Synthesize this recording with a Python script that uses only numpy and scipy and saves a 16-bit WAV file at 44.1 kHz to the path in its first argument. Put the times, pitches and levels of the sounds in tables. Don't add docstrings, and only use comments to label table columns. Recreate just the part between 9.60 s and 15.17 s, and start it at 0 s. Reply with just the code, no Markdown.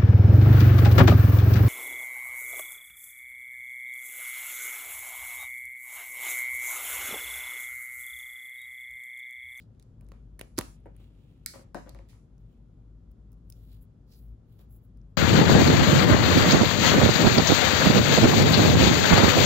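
import sys
import numpy as np
from scipy import signal
from scipy.fft import rfft, irfft, next_fast_len
from scipy.io import wavfile
from scipy.ndimage import uniform_filter1d

SR = 44100
rng = np.random.default_rng(int(sys.argv[2]) if len(sys.argv) > 2 else 0)


def nominal_scale(level):
    x = np.asarray(level, float) / 20
    return 10 ** x


def put_to_file(sound):
    columns = np.atleast_2d(sound).T
    safe = np.clip(columns, -1, 1)
    whole_steps = np.round(safe * 32767)
    wavfile.write(sys.argv[1], SR, whole_steps.astype(np.int16))


N = 245637


def evened(x):
    return x / np.sqrt(np.mean(x ** 2) + 1e-20)


def read(points, hz):
    f, value = np.transpose(points)
    return np.interp(np.log(hz + 1), np.log(f + 1), value)


def add(mix, s, sound):
    part = mix[..., round(s * SR):][..., :sound.shape[-1]]
    part += sound[..., :part.shape[-1]]


def ringing(modes, size, soft):
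    t = np.arange(size) / SR
    ring = np.zeros(size)
    for k, (hz, width, db) in enumerate(modes):
        envelope = (width * t) ** soft * np.exp(-np.pi * width * t)
        ring += (-1) ** k * nominal_scale(db) * envelope * np.sin(2 * np.pi * hz * t)
    return ring


def struck(x, ring):
    y = signal.fftconvolve(np.atleast_2d(x), ring[None], axes=1)[:, :len(ring)]
    return y / abs(y).max()


DULLED_DB = [-7.5, 3.5, 0.5]


def clicks(rows, case):
    size = 500
    near, far, t = np.zeros((2, N)), np.zeros(N), np.arange(size) / SR
    edge, tube, shell = case[4:], case[2:4], case[:2]
    rings = [ringing(modes, size=size, soft=0.91) for modes in (edge, tube, shell)]
    small = signal.butter(4, 1200, "high", fs=SR, output="sos")
    rings = signal.sosfilt(small, rings)
    shape = (t / 0.00059) ** 2 * np.exp(-t / 0.00036) + .06 * np.exp(-t / 0.0044)
    crackle = rng.standard_normal((len(rows), 2, size)) * shape
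    snap = 1.4 * (np.arange(size) == [[20], [22]])
    for (s, db, edge_db, shell_db, room_db), (shared, other) in zip(rows, crackle):
        crack = snap + np.array([shared, 0.8 * shared + other])
        parts_db = np.array([edge_db, 0, shell_db])
        close = sum(nominal_scale(db + 9.0 + d) * struck(crack, r) for d, r in zip(parts_db, rings))
        add(near, s, nominal_scale([[-1.2], [1.2]]) * close)
        for part_db, ring in zip(parts_db + DULLED_DB, rings):
            add(far, s, nominal_scale(db + 10.0 + room_db + part_db) * ring / ring[abs(ring).argmax()])
    return near, far


# start in seconds, tube peak (3-8 kHz) in dB,
# then edge (8-16 kHz), shell (1-3 kHz) and room, all in dB relative to the tube.
SEAL = [
    (.7923, -55.5, 13, 2, -8),
    (.7940, -50.5, 8, -1.5, -5.5),
    (.9757, -48.5, 7, -2, -8.5),
    (.9804, -30.5, -2, -9, -16.5),
    (.9856, -34.5, 3.5, -6, -13),
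    (.9874, -29.5, 10.5, -14.5, -13),
    (.9893, -39.5, -8, -9, -9),
]
CLICKS = [(0.148, -83, 1.5, 1, 0), (0.1968, -60, 3.5, -9, -9), (0.2254, -65, 5.5, -10, -16),
          (0.4097, -70, 11, 0.5, -14), (0.4455, -93, 24, 6, -14), (0.466, -77, -1, -28, -9.5),
          (0.487, -71, 11, -2, -3), (0.5182, -60, 1, 2, -12), (0.530, -88, 8, 3, -9),
          (0.5377, -79, 6, 7, 6), (0.8114, -48.5, 11, 7.5, -18.5), (0.946, -93, 2, -8, -5),
          (1.0104, -45.5, 6.5, 4.5, -11), (1.2027, -88, 12.5, 2.5, -9), (1.2589, -86, 18, 16, -7),
          (1.3647, -76.5, 16, 7, -20), (1.5494, -92, 9, 6, 7), (1.7135, -84.5, -1.5, 1.5, 2),
          (2.1454, -50, 3, -24, 3), (2.347, -59.5, -3, -4, -14), (2.3887, -63.5, -5, 4.5, -29),
          (2.488, -66, 8.5, -5, 10), (4.992, -67, -1, -7, -1.5)]
# pitch in Hz, width in Hz, level in dB.
CASE = [(2100, 1000, 6), (3100, 1600, 0.5), (4200, 2800, 4.5), (7020, 2700, -0.5), (8680, 560, 6),
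        (10460, 2200, 4.5), (13200, 2500, 4), (15150, 2200, 0)]


def cap_clicks():
    return clicks(SEAL + CLICKS, CASE)


# start in seconds, peak in dB, pitch in Hz, number of cycles.
POPS = [
    (0.9819, -21, 320, 3),
    (0.9912, -25.5, 135, .8),
    (0.7965, -47, 220, 1.5),
    (0.8135, -44, 260, 1.5),
]


def pops():
    out = np.zeros(N)
    for s, db, hz, cycles in POPS:
        turns = np.arange(0, cycles, hz / SR)
        swell = np.sin(np.pi * turns / cycles) ** .5
        add(out, s, -nominal_scale(db) * np.sin(2 * np.pi * turns) * swell)
    return out


# start in seconds, tube peak in dB,
# then edge, shell and room in dB relative to the tube.
TAPS = [
    (1.8608, -36.5, 13, -7.5, -2.5),
    (1.863, -65, 1.6, 15.5, -4),
    (2.2928, -53, 9.9, -24, -9.5),
]
# pitch in Hz, width in Hz, level in dB.
RIM = [(2125, 450, 9), (1500, 400, 4.5), (4400, 870, 6), (5850, 2350, 2), (8400, 1400, 14),
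       (12330, 4700, 12), (14300, 2800, 0.5), (13160, 1800, 5.5)]
RIM_RING = [(2013, 300, -6), (4400, 130, 4), (4840, 200, -6), (8050, 400, -0.5), (10300, 400, -7.5),
            (15520, 500, 7)]
RIM_RING_DB = -49


def rim_taps():
    near, far = clicks(TAPS, RIM)
    add(far, TAPS[0][0], nominal_scale(RIM_RING_DB) * ringing(RIM_RING, size=2000, soft=0))
    return near, far


# start in seconds, tube peak in dB, edge in dB relative to it.
TICKS = [(2.78, -77, 1), (3.5114, -94, 25.5), (3.516, -78.5, 11.5), (3.7187, -77, 12.5), (3.729, -75, 13),
         (3.7408, -84, 8), (3.779, -97, 15), (3.893, -86, 16), (3.9003, -59.5, 16), (3.9234, -56, 4),
         (3.936, -85, 13), (4.6833, -85, 8), (4.748, -91, 14), (5.101, -105, 13), (5.3723, -76, 5.5),
         (5.415, -74.5, -26.5)]
# pitch in Hz, width in Hz, level in dB.
THREAD = [(2620, 700, 9), (3700, 1000, 5.5), (5440, 1600, 4), (7170, 1150, -4.5), (8820, 730, 3),
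          (10600, 1400, 1), (11840, 1300, -3), (15200, 3000, 9)]
TICK_SHELL_DB, TICK_ROOM_DB = -10, -14


def thread_ticks():
    ticks = [(*row, TICK_SHELL_DB, TICK_ROOM_DB) for row in TICKS]
    return clicks(ticks, THREAD)


def knocks(rows, modes):
    size = 4000
    near, far, t = np.zeros((2, N)), np.zeros(N), np.arange(size) / SR
    low, high = ringing(modes[:4], size=size, soft=0.48), ringing(modes[4:], size=size, soft=0.56)
    shape = (1 - np.exp(-t / 0.00062)) * np.exp(-t / 0.0014)
    rough = rng.standard_normal((len(rows), 2, size)) * shape
    contact = 7.0 * (np.arange(size) == 12)
    echo_low = low * np.exp(-t / 0.0049) / abs(low).max()
    echo_high = high * np.exp(-t / 0.0015) / abs(high).max()
    for (s, db, bright_db, pan_db, room_db), (shared, other) in zip(rows, rough):
        blow = contact + np.array([shared, 0.54 * shared + 0.8 * other])
        sound = nominal_scale(db) * (struck(blow, low) + nominal_scale(bright_db + 3.5) * struck(blow, high))
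        add(near, s, sound * nominal_scale([[pan_db / 2], [-pan_db / 2]]))
        add(far, s, nominal_scale(db + room_db + 7) * (echo_low + nominal_scale(bright_db + 5) * echo_high))
    return near, far


# start in seconds, peak in dB, brightness in dB,
# left over right in dB, room in dB.
GRIPS = [
    (0.409, -63.5, -10.5, -12, 9.5),
    (0.518, -46.5, -4.5, -2, -5),
    (0.793, -49.5, -4.5, -6, -1.5),
    (0.811, -34.5, -14.5, -1, -9.5),
    (1.01, -42, -2, -11.5, -18),
    (1.399, -62, -10, -5, 6),
    (4.992, -56.5, -6.5, -3, 2.5),
]
SNAPS = [
    (.9822, -33.5, -5, -1, -8.5),
    (0.9886, -32, 6.5, -1, -11.5),
    (.998, -38, -4, -2, -5),
]
# pitch in Hz, width in Hz, level in dB.
HAND = [(350, 150, 8), (528.2, 170, 9.5), (740.8, 710, 4.5), (906, 97, -7), (1105, 450, 6),
        (1864, 400, -2.5), (2140, 1400, -2.5)]


def hand_blows():
    return knocks(GRIPS + SNAPS, HAND)


# start in seconds, peak in dB, brightness in dB,
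# left over right in dB, room in dB.
THUDS = [
    (1.2568, -40, -17.5, 4, 0),
    (1.262, -40.5, -22, -4, -15),
    (1.269, -52, -6, -5, -9.5),
]
# pitch in Hz, width in Hz, level in dB.
THUD = [(332, 160, 7.5), (484, 71, 8.5), (640, 300, 6), (924, 57, -1), (1300, 310, -8), (1730, 670, -0.5),
        (2160, 1400, -2), (2930, 870, -17)]


def knuckle_thuds():
    return knocks(THUDS, THUD)


# start in seconds, peak in dB, brightness in dB,
# left over right in dB, room in dB.
KNOCKS = [
    (1.937, -47.5, -3, 7, 7),
    (1.957, -45.5, -12.5, 12.5, 0),
    (1.993, -49, -8.5, 12, -2),
    (2.01, -50, -7, 1, -15),
    (2.262, -46.5, -10, 8, 1),
    (2.272, -47, -9.5, 12, 6.5),
    (2.348, -51.5, -8, 14, 7.5),
    (2.392, -48.5, -8, 9, 0.3),
    (2.53, -70, 6, 2, 5.5),
]
# pitch in Hz, width in Hz, level in dB.
CAP = [(274, 150, 1.5), (372, 120, -4.5), (543, 37, 1.5), (650, 560, 3), (1115, 370, 3), (1464, 160, -2.5),
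       (1700, 790, 1.5), (2080, 8200, 8)]


def cap_on_table():
    return knocks(KNOCKS, CAP)


# start in seconds, peak in dB, brightness in dB,
# left over right in dB, room in dB.
BOUNCES = [
    (2.1464, -36.5, 4, 9.2, -1.5),
    (2.151, -28.5, -33, 11.4, -3),
    (2.158, -46, -71, 3.7, 9),
    (2.166, -34, -30, 4.9, -10),
]
# pitch in Hz, width in Hz, level in dB.
TABLE = [(205.2, 76, 3.5), (336, 45, 1), (557, 51, 2.5), (710, 105, 1.5), (1020, 530, 12),
         (1315, 170, -6.5), (1510, 164, 3.5), (3100, 12000, 1.5)]


def table_bounces():
    return knocks(BOUNCES, TABLE)


def resonate(x, hz, width):
    turn = np.exp(2j * np.pi * np.cumsum(hz * np.ones(x.shape[-1])) / SR)
    r = np.exp(-np.pi * width / SR)
    smooth = signal.lfilter([(1 - r) ** 2], [1, -2 * r, r ** 2], x / turn)
    return 2 * (turn * smooth).real


PORT_HZ, PORT_STEP_HZ = 8700, 4700


def port_lag(hz):
    return np.pi + 2 * np.pi * (hz - PORT_HZ) / PORT_STEP_HZ


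def coloured(points, same, lagged=False):
    frames, hz = N // 256 + 5, np.fft.rfftfreq(1024, 1 / SR)
    a, b, c, d, patches = rng.standard_normal((frames, 513, 5)).T
    patches = evened(uniform_filter1d(uniform_filter1d(patches, 12, 0), 10, 1))
    same = np.clip(read(same, hz), -1, 1)[:, None]
    left, other = a + 1j * b, c + 1j * d
    delay = np.exp(-1j * lagged * port_lag(hz))[:, None]
    z = np.array([left, same * left * delay + np.sqrt(1 - same ** 2) * other])
    z *= nominal_scale(read(points, hz)[:, None] + 0.21 * patches)
    return evened(signal.istft(z, nperseg=1024, noverlap=768)[1][:, :N])


# time of the peak in seconds, length in seconds,
# fizz in dB, dull scrape in dB, scrape centre in Hz.
SLIDES = [(0.012, 0.1, -97, -72, 4300), (.44, .08, -88, -93, 3500), (.972, 0.022, -80.5, -65, 4470),
          (1.175, 0.15, -99.5, -80.5, 3100), (1.264, 0.085, -96, -84, 2720), (1.42, 0.17, -85, -74.5, 3160),
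          (1.57, 0.69, -97, -83.5, 3100), (1.72, 0.43, -92.5, -82.5, 3100), (2.505, 0.14, -83, -79.5, 3450),
          (2.81, 0.059, -90.5, -99, 3400), (2.92, 0.3, -91, -85.5, 3231)]
TWISTS = [(3.78, .05, -92, -99, 3300), (3.96, 0.081, -90, -93, 4200), (4.04, 0.43, -76, -81, 3800),
          (4.13, 0.13, -74.5, -74, 3930), (4.226, 0.053, -67.5, -93, 3450),
          (4.53, 0.14, -72.5, -70.5, 4700), (4.535, .05, -90, -72.5, 4940),
          (4.59, 0.12, -70.5, -82.5, 4400), (4.65, 0.19, -77, -90.5, 3623),
          (4.93, 0.16, -78.5, -82.5, 3550), (5.01, 0.09, -70.5, -75, 3580), (5.125, 0.081, -67, -90, 3700),
          (5.165, 0.067, -69.5, -89, 3757), (5.245, 0.093, -77, -93.5, 3300), (5.505, .05, -88, -99, 3450)]
# pitch in Hz, level in dB.
FIZZ = [(5000, -38.5), (7500, -9.5), (10000, -6.5), (12000, 2), (15700, 2.5), (16050, -24.5)]
SCRAPE = [(700, -19.5), (1500, 4), (3000, 3), (6000, 0), (8000, 7.5), (11000, 0)]
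SLIDE_RISE, TWIST_RISE = 0.47, 0.46
SLIDE_FINEST_DB, TWIST_FINEST_DB = -13, -6.5
STROKE_EDGE_DB = -20
STROKE_FLATNESS = 1.5


def rubs():
    fizz, scrape, centre, finest = np.zeros((4, N)) + 1e-9
    slides, twists = (SLIDES, SLIDE_RISE, SLIDE_FINEST_DB), (TWISTS, TWIST_RISE, TWIST_FINEST_DB)
    for rows, rise, finest_db in (slides, twists):
        for s, length, db, scrape_db, hz in rows:
            t = np.arange(max(-rise * length, -s), (1 - rise) * length, 1 / SR)
            from_peak = np.maximum(-t / rise, t / (1 - rise)) / length
            speed = nominal_scale(STROKE_EDGE_DB * from_peak ** STROKE_FLATNESS)
            add(fizz, s + t[0], nominal_scale(db) * speed)
            add(finest, s + t[0], nominal_scale(db + finest_db) * speed)
            add(scrape, s + t[0], nominal_scale(scrape_db) * speed)
            add(centre, s + t[0], nominal_scale(scrape_db) * speed * hz)
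    slips = nominal_scale(1.9 * evened(uniform_filter1d(rng.standard_normal(N), 200)))
    close = [(100, 0.8), (16000, 0.44)]  # (Hz, left-right likeness)
    rasp = coloured(SCRAPE, close, lagged=True)
    rasp = 0.63 * rasp + 2.8 * resonate(rasp, centre / scrape, 2300)
    hiss = coloured(FIZZ, close, lagged=True)
    top = resonate(hiss, 13000, 2300)
    return slips * (fizz * (hiss - top) + 1.4 * finest * evened(top) + scrape * rasp)


# pitch in Hz, seconds to fall by 60 dB.
ROOM = [(150, 0.37), (500, 0.29), (1500, 0.31), (4000, 0.34), (8000, 0.55), (16000, 0.34)]


def room(x):
    size = SR // 2
    taps = np.zeros((2, size))
    at = np.arange(200, size - 20, 20)
    at = at + rng.integers(0, 20, (2, len(at)))
    np.put_along_axis(taps, at, rng.choice([-1., 1.], at.shape), 1)
    hz, t, z = signal.stft(taps, SR, nperseg=256)
    shut = np.clip((.195 - t) / 0.038, 0, 1)
    shut *= 1 - .8 * np.exp(-t / 0.0046)
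    decay = nominal_scale(-60 * t / read(ROOM, hz)[:, None])
    tail = signal.istft(z * decay * shut, SR, nperseg=256)[1][:, :size // 2]
    return signal.oaconvolve(x[None], tail / np.linalg.norm(tail[0]), axes=1)[:, :N]


DRIFT_PER_S = 3.1


def shifting_room(x):
    turn = np.pi * DRIFT_PER_S * np.arange(N) / SR
    return sum(room(x * np.sqrt(2 / 3) * np.cos(turn + k * np.pi / 3)) for k in range(3))


# time in seconds, pitch in Hz, level in dB.
HUM = [(0.0, 59.7, -57.5), (0.329, 56.5, -76), (0.418, 51.15, -49.5), (1.711, 50.6, -57),
       (1.92, 51.36, -60), (2.42, 51.7, -45.5), (2.601, 52, -69), (2.85, 48.71, -55), (3.38, 52.33, -53.5),
       (3.57, 55.1, -56), (3.66, 53.3, -52), (4.219, 51.07, -50.5), (4.24, 51.46, -71.5),
       (4.73, 54.93, -42), (4.79, 55.16, -67), (4.999, 55.57, -59.5), (5.46, 48.24, -50),
       (5.57, 49.24, -64)]
# pitch in Hz, width in Hz, level in dB.
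AIR_PEAKS = [(52, 22, -59), (107.6, 28, -58.5), (152.4, 74, -65.5), (235, 61, -67.5), (1320, 400, -90.5),
             (3300, 700, -99)]
# pitch in Hz, level in dB per Hz.
AIR = [(22, -46.5), (40, -13.5), (59, -7), (80, -12), (114, -10.5), (160, -12), (242, -21), (400, -25),
       (700, -36), (1300, -45), (2200, -53), (7500, -60), (12300, -68), (13500, -73)]
# pitch in Hz, likeness from 0 to 1.
SAME = [(60, 1), (130, 0.93), (290, 0.64), (640, 0.32), (1410, 0.087), (3100, 0.087), (6820, 0.02),
        (15000, 0.19)]
AIR_DB = -54


def air():
    s, hz, db = np.transpose(HUM)
    t = np.arange(N) / SR
    phase = 2 * np.pi * np.cumsum(np.interp(t, s, hz)) / SR
    low = nominal_scale(np.interp(t, s, db)) * np.sqrt(2) * np.sin(phase)
    for f, width, tone_db in AIR_PEAKS:
        low = low + nominal_scale(tone_db) * evened(resonate(rng.standard_normal(N), f, width))
    return low + nominal_scale(AIR_DB - 3.5) * coloured(AIR, SAME)


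def scene():
    hits = (cap_clicks(), thread_ticks(), rim_taps(), hand_blows(), cap_on_table(), table_bounces(),
            knuckle_thuds())
    near, far = map(sum, zip(*hits))
    pop = pops()
    near = near + nominal_scale([[-2.5], [1.]]) * pop
    echo = shifting_room(far + nominal_scale(-13.5) * pop)
    return near + echo + rubs() + air()


GATE_HZ = [13800, 14500, 15100, 15900, 17000]
GATE_DB = [-110, -113, -114, -99]


def gate(x):
    hz, t, z = signal.stft(x, SR, nperseg=1024)
    band = np.digitize(hz, GATE_HZ)
    for k in range(1, len(GATE_HZ)):
        power = np.mean(abs(z[:, band == k]) ** 2, (0, 1))
        level_db = 10 * np.log10(uniform_filter1d(power, size=3) + 1e-20)
        z[:, band == k] *= np.clip((level_db - GATE_DB[k - 1]) / 3, 0, 1)
    return signal.istft(z, SR, nperseg=1024)[1][:, :N]


def top_cut(x):
    return signal.sosfilt(signal.butter(12, 16620, fs=SR, output="sos"), x)


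# pitch in Hz, left over right in dB.
LEAN = [(60, 3), (180, 3), (550, 1.0), (1650, 0), (4970, -3.5), (15000, 3.5)]
SHARED_HZ = 6700
TOP_HZ, BOTTOM_HZ = 16100, 34


def record(dry):
    size = next_fast_len(N + 4000)
    padded = np.pad(dry, [(0, 0), (2000, size - N - 2000)], "reflect", reflect_type="odd")
    left, right = rfft(padded, size)
    hz = np.fft.rfftfreq(size, 1 / SR)
    shared = np.pi / 2 * np.sin(np.pi / 2 * np.clip((hz - SHARED_HZ) / 1800, 0, 1)) ** 2
    right = np.cos(shared) * right + np.sin(shared) * left * np.exp(-1j * port_lag(hz))
    lean = nominal_scale(read(LEAN, hz) / 2 * np.cos(shared))
    falloff = np.sqrt(1 + (hz / TOP_HZ) ** 200 + (BOTTOM_HZ / (hz + 1)) ** 14)
    ports = np.array([left * lean, right / lean]) / falloff
    heard = irfft(ports, size)[:, 2000:N + 2000]
    return top_cut(gate(heard))


dry = scene()
out = record(dry)
put_to_file(out)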